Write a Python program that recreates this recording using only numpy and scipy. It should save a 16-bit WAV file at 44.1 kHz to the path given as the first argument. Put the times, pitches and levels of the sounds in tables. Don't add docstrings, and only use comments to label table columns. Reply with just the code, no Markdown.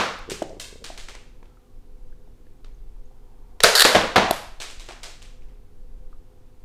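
import sys
import numpy as np
from scipy import signal
from scipy.fft import rfft, irfft, next_fast_len
from scipy.io import wavfile
from scipy.ndimage import uniform_filter1d, map_coordinates

SR = 44100
rng = np.random.default_rng(int(sys.argv[2]) if len(sys.argv) > 2 else 0)


def dump_mix(stems):
    frames = np.atleast_2d(stems).T
    limited = np.clip(frames, -1, 1)
    pcm = np.round(limited * 32767).astype(np.int16)
    wavfile.write(sys.argv[1], SR, pcm)


def boost(x):
    u = np.asarray(x, float) / 20
    return 10 ** u


N = 292824
SPAN = SR * 3 // 4
LEAD = SR // 10


def unit(x):
    return x / np.sqrt(np.mean(x ** 2) + 1e-20)


def along(points, hz):
    f, v = np.transpose(points)
    return np.interp(np.log(hz + 1), np.log(f + 1), v)


def curve(rows):
    return np.interp(np.arange(N) / SR, *np.transpose(rows))


def wobble(rate):
    knots = rng.standard_normal(int(N * rate / SR) + 4)
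    return map_coordinates(knots, [np.arange(N) * rate / SR])


def rush(spectrum):
    m = next_fast_len(N + 8192)
    gain = boost(along(spectrum, np.fft.rfftfreq(m, 1 / SR)))
    return unit(irfft(rfft(rng.standard_normal(m)) * gain, m)[:N])


def body(spectrum, tilt_db, part_hz, part_db, size=4096):
    hz = np.fft.rfftfreq(size, 1 / SR)
    part = part_db * np.exp(-(np.log2((hz + 1) / part_hz) / 0.35) ** 2)
    gain = boost(along(spectrum, hz) + part + tilt_db * np.log2((hz + 100) / 2000))
    cepstrum = irfft(np.log(gain + 1e-6))
    cepstrum[1:size // 2] *= 2
    cepstrum[size // 2 + 1:] = 0
    return irfft(np.exp(rfft(cepstrum)))[:size // 2]


# pitch_hz, t60_s
ROOM_DECAY = [(100, .6), (300, 0.43), (1000, 0.6), (3000, 0.57), (7000, 0.54), (15000, 0.36)]


def echo(gap_s, walls_db):
    hz, t, z = signal.stft(rng.standard_normal(SPAN), SR, nperseg=256)
    fade = boost(-60 * t / along(ROOM_DECAY, hz)[:, None])
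    tail = signal.istft(z * fade, SR, nperseg=256)[1][:SPAN]
    t = np.arange(SPAN) / SR
    walls = np.repeat(rng.standard_normal(SPAN // 64 + 1), 64)[:SPAN]
    tail = tail * boost(walls_db * walls * np.exp(-t / 0.032))
    tail = tail * (1 - np.exp(-(t / gap_s) ** 2))
    return tail / np.linalg.norm(tail)


def add(track, s, sound):
    part = track[LEAD + round(s * SR):][:len(sound)]
    part += sound[:len(part)]


def blows(events, spectrum, click, rise_s, stop, gap_s, walls_db, part_db, far_db):
    track = np.zeros(LEAD + N)
    t = np.arange(SR // 20) / SR
    before = -1
    for s, db, tilt_db, t60, room_db, part_hz in events:
        fade = boost(-60 * (t / max(t60, 1e-3)) ** stop)
        force = rng.standard_normal(len(t)) * fade * (1 - np.exp(-t / rise_s))
        force[0] = click
        near = signal.fftconvolve(force, body(spectrum, tilt_db, part_hz, part_db))
        near *= boost(db) / np.abs(near).max()
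        far = body(spectrum, tilt_db, part_hz, far_db)
        spread = np.linalg.norm(near) / np.linalg.norm(far)
        fresh = echo(gap_s, walls_db)
        if s - before < .002:
            fresh += uniform_filter1d(tail - fresh, size=5)
        before, tail = s, fresh
        add(track, s, near)
        add(track, s, boost(room_db) * spread * signal.fftconvolve(far, tail))
    return track[LEAD:]


def rings(events, overtone, rough):
    track = np.zeros(LEAD + N)
    t = np.arange(SR // 10) / SR
    for s, db, hz, t60, room_db in events:
        drift = rough * np.cumsum(rng.standard_normal(len(t)))
        tone = np.sin(2 * np.pi * hz * t + drift) + 0.34 * np.sin(2 * np.pi * overtone * hz * t)
        near = boost(db - 60 * t / max(t60, 1e-3)) * (1 - np.exp(-t / 0.00085)) * tone
        add(track, s, near)
        add(track, s, boost(room_db) * signal.fftconvolve(near, echo(0.0059, walls_db=7)))
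    return track[LEAD:]


# pitch_hz, rms_db
HUM_LINES = [(242.2, -67.5), (360.7, -72), (414.5, -71), (511.4, -82.5), (769.8, -83.5)]


def hum():
    t = np.arange(N) / SR
    total = np.zeros(N)
    for hz, db in HUM_LINES:
        level = np.sqrt(2) * boost(db + 1.2 * wobble(12))
        total += level * np.sin(2 * np.pi * hz * t + .4 * wobble(6))
    return total


# time_s, level_db
AIR_LEVEL = [(0, -50), (1.5, -58), (2.5, -56), (3.5, -56), (5, -56), (6.64, -57)]
# pitch_hz, density_db_per_hz
AIR_COLOUR = [(41, -27), (70, 5.5), (154, -5), (205, -11.5), (243, -9), (300, -9), (385, -15.5), (415, -7),
              (450, -18), (505, -3), (550, -20.5), (960, -25), (1600, -32.5), (3500, -90.5)]


def ventilation():
    return boost(curve(AIR_LEVEL) + 0.69 * wobble(3)) * rush(AIR_COLOUR)


# time_s, level_db
DRAUGHT_LEVEL = [(0.0, -60), (0.13, -45), (1.42, -42), (1.7, -54), (1.76, -43), (2.61, -46), (2.7, -41.5),
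                 (3.66, -41), (3.72, -52), (3.85, -40), (3.88, -54), (4.05, -42), (4.38, -49), (4.49, -39),
                 (4.86, -43), (6.18, -40), (6.55, -46.5), (6.64, -40)]
# pitch_hz, density_db_per_hz
DRAUGHT_COLOUR = [(4.7, -29), (8.0, 8.5), (25, 4), (40, -2), (64, -22), (90, -42), (120, -51), (200, -120)]
# pitch_hz, density_db_per_hz
HISS_COLOUR = [(300, -6), (1500, 0.9), (4000, -3), (13000, -9), (16000, -8)]


def draught_and_hiss():
    draught, hiss = rush(DRAUGHT_COLOUR), rush(HISS_COLOUR)
    gusts = boost(curve(DRAUGHT_LEVEL) + 1.6 + 1.5 * wobble(4.6))
    return gusts * draught + boost(-70) * hiss


# start_s, peak_db, tilt_db_per_octave, room_db, part_hz
KNOCKS = [
    (-.03, -7, 2.2, 6.5, 1250),
    (3.6420, -10, -4, -9, 500),
    (3.8502, 6.5, 3, -0.5, 520),
    (3.949, 2, 1.4, 2.5, 500),
    (4.1595, 1, 1.1, 5, 800),
]
# pitch_hz, density_db_per_hz
BOARD = [(35, -35), (90, -7.5), (140, -8.5), (220, -0.5), (330, -3), (500, 2), (700, -0.5), (1100, -3),
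         (1600, -6), (2500, -10.5), (3800, -14), (6200, -23.5), (7400, -29.5), (16000, -51)]


def knocks():
    deep = []
    for s, db, tilt_db, room_db, hz in KNOCKS:
        t60_s = .034 * np.exp(.1 * room_db)
        deep.append((s, db, tilt_db, t60_s, room_db, hz))
    return blows(deep, BOARD, click=5.57, rise_s=0.0014, stop=0.92, gap_s=0.0017, walls_db=4.5,
                 part_db=7, far_db=3.5)


# pitch_hz, level_under_knock_db, t60_s
ROOM_MODES = [(86.4, -30, 0.26), (188, -29.5, 0.35), (239.3, -30, 0.2), (322, -34, 0.4)]
# start_s, boom_db, push_db
THUDS = [
    (-.03, -2, -40),
    (3.64, -8, -13),
    (3.85, -11, -22),
    (3.9499, 7, -25),
    (4.1602, 8.5, -21.5),
]


def boom():
    track = np.zeros(LEAD + N)
    t = np.arange(SPAN) / SR
    for s, boom_db, push_db in THUDS:
        modes = np.zeros(SPAN)
        for hz, level, t60 in ROOM_MODES:
            modes += boost(level + rng.normal(0, 1.5) - 60 * t / t60) * np.sin(2 * np.pi * hz * t)
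        push = t / 0.0048 * (2 - t / 0.0011) * np.exp(-t / 0.0015)
        add(track, s, boost(boom_db) * (1 - np.exp(-t / 0.0036)) * modes + boost(push_db) * push)
    return track[LEAD:]


# time_s, level_db
TRAFFIC_LEVEL = [(0, -112), (1.5, -70), (2.2, -77), (2.9, -74), (3.5, -65), (4.5, -68), (5.8, -73.5),
                 (6.64, -73.5)]
# pitch_hz, density_db_per_hz
TYRES = [(500, -26.5), (720, 1.5), (950, -1.5), (1400, -15.5), (2500, -32.5)]


def traffic():
    return boost(curve(TRAFFIC_LEVEL) + 1.5 * wobble(7)) * rush(TYRES)


# start_s, peak_db, tilt_db_per_octave, room_db
SNAPS = [
    (.1880, -38, -6, -9),
    (4.161, -21.5, 15, -8.5),
    (4.3097, -7, -5, -7.5),
]
# pitch_hz, density_db_per_hz
CHIP = [(700, -30), (2500, -14), (4500, -9), (6000, -12), (9500, -9), (11500, -3), (13000, -2),
        (13800, -14), (16000, -18)]


def pellet_snaps():
    t60_s, part_hz = .015, 12900
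    snaps = [(s, db, tilt_db, t60_s, room_db, part_hz) for s, db, tilt_db, room_db in SNAPS]
    return blows(snaps, CHIP, click=3.4, rise_s=0.00029, stop=1.08, gap_s=0.017, walls_db=13.0,
                 part_db=0, far_db=-6.5)


# start_s, peak_db, pitch_hz, room_db
TAPS = [(.2785, -30, 378, 7.5), (.2895, -23, 373, -18), (.3175, -16.5, 399, -5), (.4203, -7, 616, -10),
        (.4235, -18.5, 360, -4), (.4930, -29.5, 510, 8), (.5310, -30, 440, -12.5), (.5680, -27.5, 361, -11),
        (.7265, -31.5, 408, -17), (.7570, -31.5, 453, -13), (.8065, -40.5, 430, 11),
        (.9020, -20.5, 677, -5.5), (1.4270, -35, 450, -7), (4.3097, .5, 686, -16), (4.602, -28, 574, -3),
        (4.908, -25, 730, -7), (4.888, -45, 410, 3.5), (5.033, -37.5, 657, 10)]


def taps():
    events = []
    for s, db, hz, room_db in TAPS:
        cycles = 12.2 + 0.12 * db
        events.append((s, db, hz, cycles / hz, room_db))
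    return rings(events, overtone=0.558, rough=0.014)


# start_s, peak_db, room_db, part_hz
BOUNCES = [(0.2984, -21.5, 1, 7600), (0.306, -24, 6.5, 14100), (0.4234, -27, -26, 1550),
           (0.4933, -42, -18, 5500), (0.5982, -24, 8, 3850), (.6001, -18.5, 1, 3650),
           (0.6024, -31, -22, 3520), (0.8412, -26.5, 6, 4200), (.9760, -26, 4.5, 3800),
           (4.6012, -22, 9.5, 3700), (4.7000, -31, 3, 3000), (4.7963, -30, 5, 3860), (4.862, -39, 1, 3900),
           (5.0317, -27, 6.5, 4130), (5.2192, -37.5, 6, 3080)]
# start_s, peak_db, tilt_db_per_octave, room_db, part_hz
SKIPS = [
    (1.0850, -26, -3.5, 2.5, 2600),
    (1.1505, -28.5, -4.5, -3, 2600),
    (1.4285, -39.5, -9, -6, 870),
    (1.456, -49, -6, -3, 3000),
    (2.467, -51, -11, -5, 1700),
    (2.6452, -39.5, -5.5, -5, 3920),
    (4.8872, -23.5, -4.5, 4, 950),
    (5.42, -49, -6, 2, 2900),
    (5.485, -56.5, -6, 10, 2500),
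]
# pitch_hz, density_db_per_hz
PELLET = [(150, -38), (350, -8.5), (900, -9.5), (2300, -3.5), (6600, -5), (8300, -6), (9300, -11),
          (14500, -24.5), (16000, -22)]


def bounces():
    s, db, room_db, hz = np.transpose(BOUNCES)
    lone_t60_s = .015
    nearest = np.sort(np.abs(s - s[:, None]), axis=1)[:, 1]
    chatter = nearest < .003
    t60 = np.where(chatter, 0.0043, lone_t60_s)
    tilt_db = np.where(chatter, .6, -1.4)
    skips = [(at, level, tilt, lone_t60_s, wet, part) for at, level, tilt, wet, part in SKIPS]
    landings = sorted(skips + list(zip(s, db, tilt_db, t60, room_db, hz)))
    return blows(landings, PELLET, click=0.97, rise_s=0.0012, stop=1.09, gap_s=0.0062, walls_db=6.5,
                 part_db=6.0, far_db=2.5)


# time_s, pitch_hz, level_db
WHINE = [
    (1.42, 1409, -98),
    (1.522, 1347, -71),
    (1.661, 1165, -69),
    (1.78, 1090, -80),
    (1.88, 1006, -95),
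]


def motor_whine():
    s, hz, db = np.transpose(WHINE)
    turns = np.cumsum(curve(np.c_[s, hz]) * (1 + 0.035 * wobble(98))) / SR
    return boost(curve(np.c_[s, db]) + 3 * wobble(30)) * np.sin(2 * np.pi * turns)


# start_s, peak_db, pitch_hz
TICKS = [
    (1.571, -51, 1270),
    (2.1255, -51, 1620),
    (2.275, -49, 600),
    (2.745, -59, 6400),
    (2.964, -54, 914),
    (3.055, -60, 6500),
    (3.112, -49, 800),
    (6.1283, -45, 1215),
]


def ticks():
    t60_s, room_db = 0.025, -14
    return rings([(s, db, hz, t60_s, room_db) for s, db, hz in TICKS], overtone=1.0, rough=0.085)


# start_s, peak_db, tilt_db_per_octave, room_db, part_hz
ACTION = [
    (3.6040, -11.5, 1.5, -9, 4000),
    (3.6303, -22, 2, -7, 4417),
    (3.6350, 0.5, 4.5, -1, 10520),
    (3.637, 4, .3, 0, 4352),
    (3.6417, 0.5, 0.5, -0.5, 1400),
    (3.6440, 1, -1.5, -5, 4300),
    (3.844, -3.5, 2.5, -4, 4400),
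    (3.8524, 0.5, -0.5, 0.5, 7980),
]
# pitch_hz, density_db_per_hz
GUN = [(120, -47), (200, -23), (347, -18.5), (416, 4.5), (671, -1), (1140, -6.5), (1500, -2.5),
       (3250, -8.5), (6280, -12), (16000, -34)]


def action():
    t60_s = 0.012
    strokes = [(s, db, tilt_db, t60_s, room_db, hz) for s, db, tilt_db, room_db, hz in ACTION]
    return blows(strokes, GUN, click=1.0, rise_s=.0003, stop=1.1, gap_s=.006, walls_db=-1.5,
                 part_db=11.5, far_db=4.0)


# start_s, peak_db, t60_s
GEARS = [(3.7516, -1.5, 0.018), (3.7566, -6.5, 0.025), (3.765, -8, 0.023), (3.771, -11, 0.019),
         (3.7758, -5.5, 0.015), (3.7797, -8.5, .016), (3.7831, -5.5, .01), (3.7906, -8.5, .014),
         (3.7960, 2, 0.0052), (3.803, 1, .014), (3.8062, -1.5, .017), (3.8173, 2, .014), (3.8212, 3, .011)]
# time_s, part_hz, room_db
SLIDE = [(3.752, 4500, -4.5), (3.785, 4500, -6), (3.806, 3680, -9.5), (3.818, 3750, -8.5),
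         (3.822, 4650, -7.5)]
# pitch_hz, density_db_per_hz
TEETH = [(180, -54.5), (300, -20), (500, -6.5), (1150, -7.5), (1600, 0.5), (2500, -13.5), (4200, -7.5),
         (6000, -16), (7100, -10.5), (9000, -14), (11300, -13), (16000, -25.5)]


def gears():
    at, part_hz, wet_db = np.transpose(SLIDE)
    tilt_db = 0.26
    teeth = []
    for s, db, t60 in GEARS:
        teeth.append((s, db, tilt_db, t60, np.interp(s, at, wet_db), np.interp(s, at, part_hz)))
    return blows(teeth, TEETH, click=0.28, rise_s=0.0004, stop=2.4, gap_s=0.031, walls_db=5.5,
                 part_db=11.0, far_db=8)


def scene():
    pistol = action() + gears() + knocks() + boom()
    small_things = bounces() + pellet_snaps() + taps() + ticks()
    street = motor_whine() + traffic()
    background = hum() + ventilation() + draught_and_hiss()
    return (pistol + small_things + street + background)[None]


def top_cut(x):
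    return signal.sosfilt(signal.butter(12, 16420, fs=SR, output="sos"), x)


def record(dry):
    heard = signal.sosfilt(signal.cheby2(10, 50, 16300, fs=SR, output="sos"), dry)
    clipped = heard / (1 + np.abs(heard) ** 12) ** (1 / 12)
    return top_cut(clipped)


dry = scene()
out = record(dry)
dump_mix(out)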